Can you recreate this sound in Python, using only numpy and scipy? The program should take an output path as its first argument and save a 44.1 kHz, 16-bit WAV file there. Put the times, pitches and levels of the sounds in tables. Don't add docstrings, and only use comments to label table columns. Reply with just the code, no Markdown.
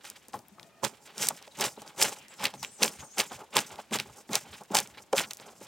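import sys
import numpy as np
from scipy import signal
from scipy.fft import rfft, irfft, next_fast_len
from scipy.io import wavfile

SR = 44100
rng = np.random.default_rng(int(sys.argv[2]) if len(sys.argv) > 2 else 0)


def store_pcm(level_fs):
    pcm = np.round(np.clip(level_fs, -1, 1) * 32767).astype(np.int16)
    wavfile.write(sys.argv[1], SR, np.atleast_2d(pcm).T)


N = 250047

# (time of full force [s], rise [s], hold [s], fall [s], force [dB],
# thin fibres over thick [dB], centre of the log's groan [Hz], rocking back [dB])
PULLS = [(0.843, 0.011, 0.0032, 0.047, -32, -1, 730, -77), (1.22, 0.048, 0.024, 0.079, -35, 3, 613, -77),
         (1.627, 0.06, 0.027, 0.049, -32, -0.5, 650, -63.5),
         (2.021, 0.044, 0.0077, 0.093, -30.5, 2, 660, -66),
         (2.446, 0.053, 0.013, 0.036, -31, -7.5, 730, -53.5),
         (2.831, 0.021, 0.002, 0.051, -26, -0.3, 594, -51),
         (3.192, 0.019, 0.013, 0.037, -29, -0.5, 690, -52),
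         (3.566, 0.028, 0.013, 0.042, -28, -2.9, 716, -54),
         (3.932, 0.015, 0.037, 0.011, -34.5, -1.5, 715, -52),
         (4.351, 0.033, 0.0054, 0.035, -30, -3, 735, -51), (4.753, 0.014, 0.026, 0.045, -28, -1, 820, -57),
         (5.183, 0.033, 0.012, 0.049, -29, 0.1, 820, -69)]
# (time of full level [s], length [s], bark level [dB], wood level [dB])
STROKES = [(0.047, 0.05, -46.5, -55.5), (0.112, 0.022, -67, -56.5), (0.161, 0.033, -56.5, -58),
           (0.338, 0.027, -49.5, -43), (1.08, 0.22, -58, -63), (1.413, 0.038, -79, -61),
           (1.799, 0.068, -56, -53.5), (1.867, 0.092, -56, -54.5), (2.122, 0.016, -52, -40.5),
           (2.311, 0.078, -57.5, -63), (2.632, 0.026, -40, -59), (3.012, 0.074, -75, -51),
           (3.316, 0.047, -49.5, -43), (3.39, 0.071, -60, -48), (3.704, 0.11, -66, -52.5),
           (3.785, 0.043, -49.5, -47), (3.994, 0.033, -45, -48), (4.063, 0.09, -89, -57.5),
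           (4.157, 0.09, -78, -58), (4.205, 0.016, -53, -53.5), (4.453, 0.062, -108, -55.5),
           (4.53, 0.052, -59, -54), (4.61, 0.031, -62.5, -49), (4.718, 0.021, -48.5, -41.5),
           (4.977, 0.067, -53.5, -54), (5.129, 0.0071, -31, -42), (5.308, 0.019, -41, -62),
           (5.412, 0.085, -61.5, -59), (5.456, 0.11, -73.5, -54), (5.618, 0.21, -59.5, -58.5)]
# (time [s], peak level [dB], centre [Hz], contact [s],
# judder after it [dB])
KNOCKS = [(0.284, -47, 328, 0.0087, -55.5), (0.341, -26.5, 1100, 0.026, -40.5),
          (0.514, -52, 189, .02, -82.5), (0.583, -45, 960, 0.026, -49), (0.832, -22.5, 726, 0.016, -41),
          (0.849, -25, 970, 0.0131, -41.5), (0.926, -53, 573, 0.012, -76), (1.305, -27, 830, 0.019, -43),
          (1.473, -42, 594, 0.016, -58), (1.776, -39.5, 357, .02, -53), (2.021, -23, 670, 0.036, -38.5),
          (2.534, -41, 710, 0.034, -51), (2.627, -30.5, 940, 0.045, -55), (2.817, -22.5, 428, 0.028, -43),
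          (3.313, -34.5, 1000, 0.044, -54), (3.564, -16.5, 980, 0.025, -38),
          (3.91, -29.5, 242, 0.064, -47.5), (4.292, -33.5, 240, .05, -47.5),
          (4.704, -31.5, 258, 0.077, -48), (4.745, -17.5, 830, 0.066, -61), (5.128, -14.5, 583, 0.066, -49),
          (5.399, -48, 400, 0.013, -48.5), (5.611, -41.5, 403, 0.027, -55)]
# (frequency [Hz], width [Hz], level [dB])
WOOD_MODES = [(206.8, 21, 8), (416.4, 76, -1), (554, 30.2, 1.5), (614.5, 80, -3.5), (838, 84, 2),
              (1084, 227, -3.5), (1430, 356, -5)]
GROAN_HZ = (498, 806)


def tearing():
    # (frequency [Hz], relative level [dB])
    coarse = [(800, -7.5), (1400, 1.5), (3200, 3.5), (5000, -5.5), (7000, -21)]
    # (frequency [Hz], relative level [dB])
    fine = [(3500, -23.5), (5000, -0.5), (7500, 2.5), (10000, -5.5), (16000, -12.5)]
    tear, trickle = swells(tear_rows(), wake_db=-46.5, wake_fall=0.17)
    rustle = amp(rustle_db(np.arange(N) / SR))
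    trickle = hush() * np.hypot(trickle, rustle)
    out = 0
    for force, after, spectrum in zip(tear, trickle, (coarse, fine)):
        crackle = coloured(grains(rate=900, spread_db=2.5, life=0.00099), spectrum)
        hiss = coloured(grains(rate=300, spread_db=7.0, life=0.015), spectrum)
        hard = force / (force + amp(-46.0))
        out = out + force * np.sqrt(hard) * crackle
        out = out + (force * np.sqrt(1 - hard) + after) * hiss
    return out


def tear_rows():
    stroke_fine_db = -5
    pulls = [(*shape, db, db + fine_db) for *shape, db, fine_db, _, _ in PULLS]
    strokes = [(*stroke_shape(s, length), db, db + stroke_fine_db) for s, length, db, _ in STROKES]
    return pulls + strokes


def stroke_shape(s, length):
    return s, 0.24 * length, 0.28 * length, 0.89 * length


def rustle_db(s):
    # (time [s], level [dB])
    rustle = [(0.0, -56.5), (0.39, -73), (0.79, -68), (1.31, -62), (1.72, -65), (2.4, -67.5), (2.51, -59.5),
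              (2.81, -51.5), (3.58, -63.5), (3.68, -53.5), (3.79, -64.5), (4.01, -59.5), (4.67, -57),
              (5.16, -70), (5.29, -60), (5.67, -65.5)]
    return np.interp(s, *np.transpose(rustle))


def hush():
    lead_s, half_width_s, depth_db = 0.085, 0.054, -11.5
    t = np.arange(N) / SR
    dips = sum(np.exp(-((t - pull[0] + lead_s) / half_width_s) ** 4) for pull in PULLS)
    return amp(depth_db * dips)


def biting():
    # (frequency [Hz], relative level [dB])
    deck = [(25, -86), (60, -31), (120, -1.5), (200, 0), (300, -9), (600, -33)]
    burst, wake = swells(bite_rows(), wake_db=-29.0, wake_fall=0.59)
    *judder, shake = burst
    *log_wake, sway = hush() * wake
    slips = grains(rate=400, spread_db=-0.5, life=0.0058)
    groans = [unit(filtered(slips, lambda f: wood(f) * peak(f, hz, 1.29 * hz) ** 2)) for hz in GROAN_HZ]
    rumble = coloured(grains(rate=200, spread_db=-4.5, life=0.022), deck)
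    log = sum((now + after) * groan for now, after, groan in zip(judder, log_wake, groans))
    return log + (shake + amp(8.5) * sway) * rumble


def bite_rows():
    log_db, deck_db = -4.5, -15
    lead_s, extra_hold_s = 0.0082, 0.01
    stroke_deck_db, stroke_hz = -12.5, 710
    judder_rise_s, judder_hold, judder_fall = 0.0027, 0.52, 0.59
    thud_db, thud_db_per_octave = 3, -8.5
    tail_delay, tail_fall, tail_db = 0.62, 2.14, -8.5

    rows = []
    for s, rise, hold, fall, db, _, hz, _ in PULLS:
        rows.append((s - lead_s, rise, hold + extra_hold_s, fall, db + log_db, db + deck_db, hz))
    for s, length, _, db in STROKES:
        rows.append((*stroke_shape(s, length), db, db + stroke_deck_db, stroke_hz))
    for s, _, hz, contact, db in KNOCKS:
        octaves = np.log2(hz / WOOD_MODES[0][0])
        thud = db + thud_db + thud_db_per_octave * octaves
        rows.append((s, judder_rise_s, judder_hold * contact, judder_fall * contact, db, thud, hz))
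        tail = db + tail_db
        rows.append((s + tail_delay * contact, contact, judder_hold * contact, tail_fall * contact,
                     tail, tail + thud_db, 0))

    shared = []
    for *shape, db, deck, hz in rows:
        high = np.interp(hz, GROAN_HZ, [.03, .97])
        shared.append((*shape, db + 10 * np.log10(1 - high), db + 10 * np.log10(high), deck))
    return shared


def wood(f):
    return sum((-1) ** k * amp(db) * peak(f, hz, width) for k, (hz, width, db) in enumerate(WOOD_MODES))


def rocking():
    delay, *shape = 0.16, 0.031, 0.0092, 0.048
    rows = [(pull[0] + delay, *shape, pull[-1]) for pull in PULLS]
    (thud,), _ = swells(rows, wake_db=-30, wake_fall=.2)
    return thud * unit(filtered(rng.standard_normal(N), lambda f: peak(f, 83, 70) ** 2))


def snaps():
    # (time [s], peak level [dB], centre [Hz])
    clear_snaps = [(0.101, -21.5, 7900), (0.2843, -31.5, 7460), (0.3337, -34, 3100), (0.3914, -36.5, 6860),
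                   (0.484, -36, 13100), (0.5971, -32, 2560), (0.6302, -35, 3840), (0.8348, -32, 3540),
                   (0.8488, -11.5, 4240), (1.1806, -18.5, 5370), (1.229, -13, 6000), (1.2571, -22, 7100),
                   (1.2706, -14, 6800), (1.287, -1, 6800), (1.4258, -32, 5460), (1.4778, -38.5, 2330),
                   (1.6101, -10, 6460), (1.6408, -14, 4100), (1.8195, -30, 5560), (1.8774, -31.5, 4930),
                   (2.015, -9.5, 5040), (2.025, -4, 5300), (2.0275, -4, 5200), (2.052, -13.5, 6900),
                   (2.2834, -35.5, 6560), (2.3402, -35.5, 5630), (2.396, -34, 3100), (2.4412, -13, 7350),
                   (2.4544, -8, 3220), (2.4691, -19, 3600), (2.5392, -32, 3770), (2.6298, -19.5, 5650),
                   (2.648, -19, 2530), (2.8304, -3.5, 5200), (2.834, -3, 4170), (2.8494, -22, 6000),
                   (2.8798, -15.5, 2880), (3.1833, -12.5, 5300), (3.1993, -10.5, 4220),
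                   (3.2028, -6.5, 3300), (3.3454, -41, 4360), (3.5678, -2.5, 3750), (3.5903, -11, 5000),
                   (3.706, -35, 1970), (3.758, -34, 3340), (3.911, -36, 2500), (3.9877, -17, 3230),
                   (4.0, -14, 3700), (4.292, -38, 2500), (4.3325, -16, 3820), (4.3546, -3.5, 5700),
                   (4.5222, -39, 8400), (4.636, -37, 7100), (4.704, -43, 2470), (4.748, -8.5, 6150),
                   (4.7522, -7.5, 4600), (4.7698, -7, 4770), (4.7774, -15, 6000), (4.7883, -6, 5000),
                   (4.8024, -13.5, 7740), (4.8743, -29.5, 6400), (5.1657, -20, 4740), (5.1812, -8, 2800),
                   (5.1849, -23, 5170), (5.3098, -18, 4600), (5.3341, -22.5, 7300), (5.3471, -35, 7300),
                   (5.371, -30.5, 7000), (5.3797, -40, 7350), (5.3995, -33, 2680)]
    lead = 128
    out = np.zeros(N + SR)
    t, f = (np.arange(1024) - lead) / SR, np.fft.rfftfreq(2048, 1 / SR)
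    rows = clear_snaps + crumbs()
    swell = amp(np.where(t < 0, 60 * t / 0.0019, -60 * t / 0.01))
    fray = rng.standard_normal((len(rows), len(t))) * swell
    for (s, db, hz), noise in zip(rows, fray):
        push = 0.13 * noise + (t == 0)
        colour = peak(f, hz, 1.16 * hz) ** 2 + 0.064 * peak(f, 3800, 4800)
        burst = irfft(rfft(push, 2048) * colour)[:len(t)]
        out[round(s * SR):][:len(t)] += amp(db) * burst / np.abs(burst).max()
    return out[lead:N + lead]


def crumbs():
    count, least_db, spread_db, middle_hz = 30, 10, 1, 5200
    when, size, pitch = rng.random((count, 3)).T
    s = when * N / SR
    db = rustle_db(s) + least_db - spread_db * np.log(1 - size)
    return list(zip(s, db, middle_hz * (.6 + .8 * pitch)))


def knocks():
    out, size = np.zeros(N + SR), 8192
    f, t = np.fft.rfftfreq(size, 1 / SR), np.arange(size) / SR
    rough = rng.standard_normal((len(KNOCKS), size))
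    for (s, db, hz, contact, _), noise in zip(KNOCKS, rough):
        push = 0.2 * noise * amp(-60 * t / contact) + (t == 0)
        ring = irfft(rfft(push) * wood(f) * peak(f, hz, 0.73 * hz) ** 2)[:size // 2]
        out[round(s * SR):][:size // 2] += amp(db) * ring / np.abs(ring).max()
    return out[:N]


def bird():
    # (time [s], length [s], start [Hz], end [Hz], level before flutter and echoes [dB])
    notes = [(1.408, 0.025, 2800, 3110, -63), (1.512, 0.015, 4000, 3700, -55),
             (1.763, 0.013, 4000, 3670, -56), (1.781, 0.019, 2800, 3080, -56.5),
             (2.173, 0.0587, 3050, 2560, -56.5), (2.22, 0.08, 2650, 1661, -63),
             (2.283, 0.044, 7930, 7500, -54), (2.334, 0.05, 7500, 7100, -65),
             (2.38, 0.047, 5400, 5170, -51), (2.535, 0.021, 8600, 8100, -59),
             (2.575, 0.068, 6470, 5450, -52.5), (2.585, 0.03, 7650, 7900, -60),
             (2.638, 0.056, 7660, 7600, -51), (2.71, 0.062, 9200, 7840, -53),
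             (2.723, 0.063, 7300, 7000, -59), (2.765, 0.04, 8250, 7860, -60),
             (2.781, 0.063, 5940, 6260, -51), (2.867, 0.029, 8600, 9130, -49),
             (2.922, 0.033, 9100, 8600, -57), (2.979, 0.023, 6700, 7230, -62),
             (2.994, 0.026, 6540, 6550, -48.5), (3.03, 0.07, 6600, 6480, -60),
             (3.035, 0.021, 8000, 8830, -51), (3.098, 0.049, 6000, 6830, -53),
             (3.142, 0.013, 6450, 8000, -49), (3.264, 0.05, 7640, 6420, -55),
             (3.313, 0.05, 6700, 6400, -67)]
    out = np.zeros(N)
    for s, length, start_hz, end_hz, db in notes:
        u = np.linspace(0, 1, int(length * SR))
        hz = end_hz + (start_hz - end_hz) * (1 - u) ** 1.4
        whistle = np.sin(2 * np.pi * np.cumsum(hz) / SR)
        out[round(s * SR):][:len(u)] += amp(db) * np.sin(np.pi * u) ** 0.32 * whistle
    flutter = unit(filtered(rng.standard_normal(N), lambda f: peak(f, 150, 250)))
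    out = out * (.6 + .8 * flutter)
    direct = out * amp([[1.5], [-1.5]])
    return direct + amp(1.5) * echoes(out, t60=0.5, dull_hz=15100)


def reed():
    # (frequency [Hz], level before the swell [dB])
    partials = [(673, -64), (1249, -72), (1825, -76), (2428, -74)]
    start_s, end_s = 0.55, 0.97
    u = np.clip((np.arange(N) / SR - start_s) / (end_s - start_s), 0, 1)
    noise = rng.standard_normal(N)
    tone = sum(amp(db) * unit(filtered(noise, lambda f: peak(f, hz, 34))) for hz, db in partials)
    return np.sin(np.pi * u) ** 0.27 * tone


def hum():
    return amp(-82.5) * unit(filtered(rng.standard_normal(N), lambda f: peak(f, 77, 9.4) ** 2))


def yard():
    # (frequency [Hz], relative level [dB])
    spectrum = [(25, -27), (60, -3), (110, -3.5), (200, -1.5), (900, -5.5), (1500, -12.5), (2500, -14),
                (7000, -20), (16000, -26)]
    # (frequency [Hz], left-right likeness [0 to 1])
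    alike = [(60, 0.31), (640, 0.8), (3000, 0.56), (15000, 0.04)]

    def split(f):
        turn = np.arccos(np.clip(along(alike, f), -1, 1)) / 2
        return amp(along(spectrum, f)) * [np.cos(turn), np.sin(turn)]

    mid, side = filtered(rng.standard_normal((2, N)), split)
    return amp(-63.5) * unit(np.array([mid + side, mid - side]))


def swells(rows, wake_db, wake_fall):
    step = 1 / 1000
    t, burst, wake = np.arange(0, N / SR, step), 1e-20, 1e-20
    for s, rise, hold, fall, *db in rows:
        db = np.reshape(db, (-1, 1))
        before = np.maximum((s - t) / max(rise, step), 0) ** 1.19
        after = np.maximum(t - s - hold, 0)
        burst = burst + amp(db - 20 * (before + after / max(fall, step))) ** 2
        wake = wake + amp(db + wake_db - 20 * (before + after / wake_fall)) ** 2
    samples = np.arange(N) / SR
    return [np.array([np.interp(samples, t, np.sqrt(power)) for power in part]) for part in (burst, wake)]


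def grains(rate, spread_db, life):
    size = amp(spread_db * np.minimum(rng.exponential(size=N), 3))
    starts = (rng.random(N) < rate / SR) * size
    t = np.arange(SR // 50) / SR
    return unit(signal.fftconvolve(starts, np.exp(-t / life))[:N] * rng.standard_normal(N))


def echoes(x, t60, dull_hz):
    t = np.arange(SR // 2) / SR
    tail = rng.standard_normal((2, len(t))) * amp(-60 * t / t60)
    wet = signal.fftconvolve(x[None], tail / np.linalg.norm(tail[0]), axes=1)[:, :N]
    return filtered(wet, lambda f: 1 / (1 + 1j * f / dull_hz))


def coloured(x, spectrum):
    return unit(filtered(x, lambda f: amp(along(spectrum, f))))


def peak(f, hz, width):
    return 1j * f * width / (hz * hz - f * f + 1j * f * width)


def filtered(x, response):
    m = next_fast_len(N + SR // 2)
    return irfft(rfft(x, m) * response(np.fft.rfftfreq(m, 1 / SR)), m)[..., :N]


def along(points, hz):
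    f, v = np.transpose(points)
    return np.interp(np.log(hz + 1), np.log(f + 1), v)


def amp(db):
    return 10 ** (np.asarray(db) / 20)


def unit(x):
    return x / np.sqrt(np.mean(x ** 2) + 1e-20)


def scene():
    # (time [s], left over right [dB])
    place = [(0.0, -2.2), (0.79, 8), (0.83, -7.5), (1.1, -0.3), (5.67, -0.6)]
    # (frequency [Hz], phase [rad])
    port_lag = [(100, 0.02), (4000, 0.2), (8000, 0.65), (14000, 1)]
    work = tearing() + biting() + rocking() + snaps() + knocks()
    pan_db = np.interp(np.arange(N) / SR, *np.transpose(place))
    halves = [.5, -.5]
    ports = filtered(work, lambda f: np.exp(1j * np.outer(halves, along(port_lag, f))))
    ports = ports * amp(np.outer(halves, pan_db))
    scatter = echoes(work, t60=0.024, dull_hz=14100)
    scatter = amp(-12) * filtered(scatter, lambda f: 1j * f / (4000 + 1j * f))
    return ports + scatter + bird() + reed() + hum() + yard()


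def record(dry):
    top_hz = 15900
    return filtered(dry, lambda f: (1j * f / (45 + 1j * f)) ** 3 * (f < top_hz))


dry = scene()
out = record(dry)
store_pcm(out)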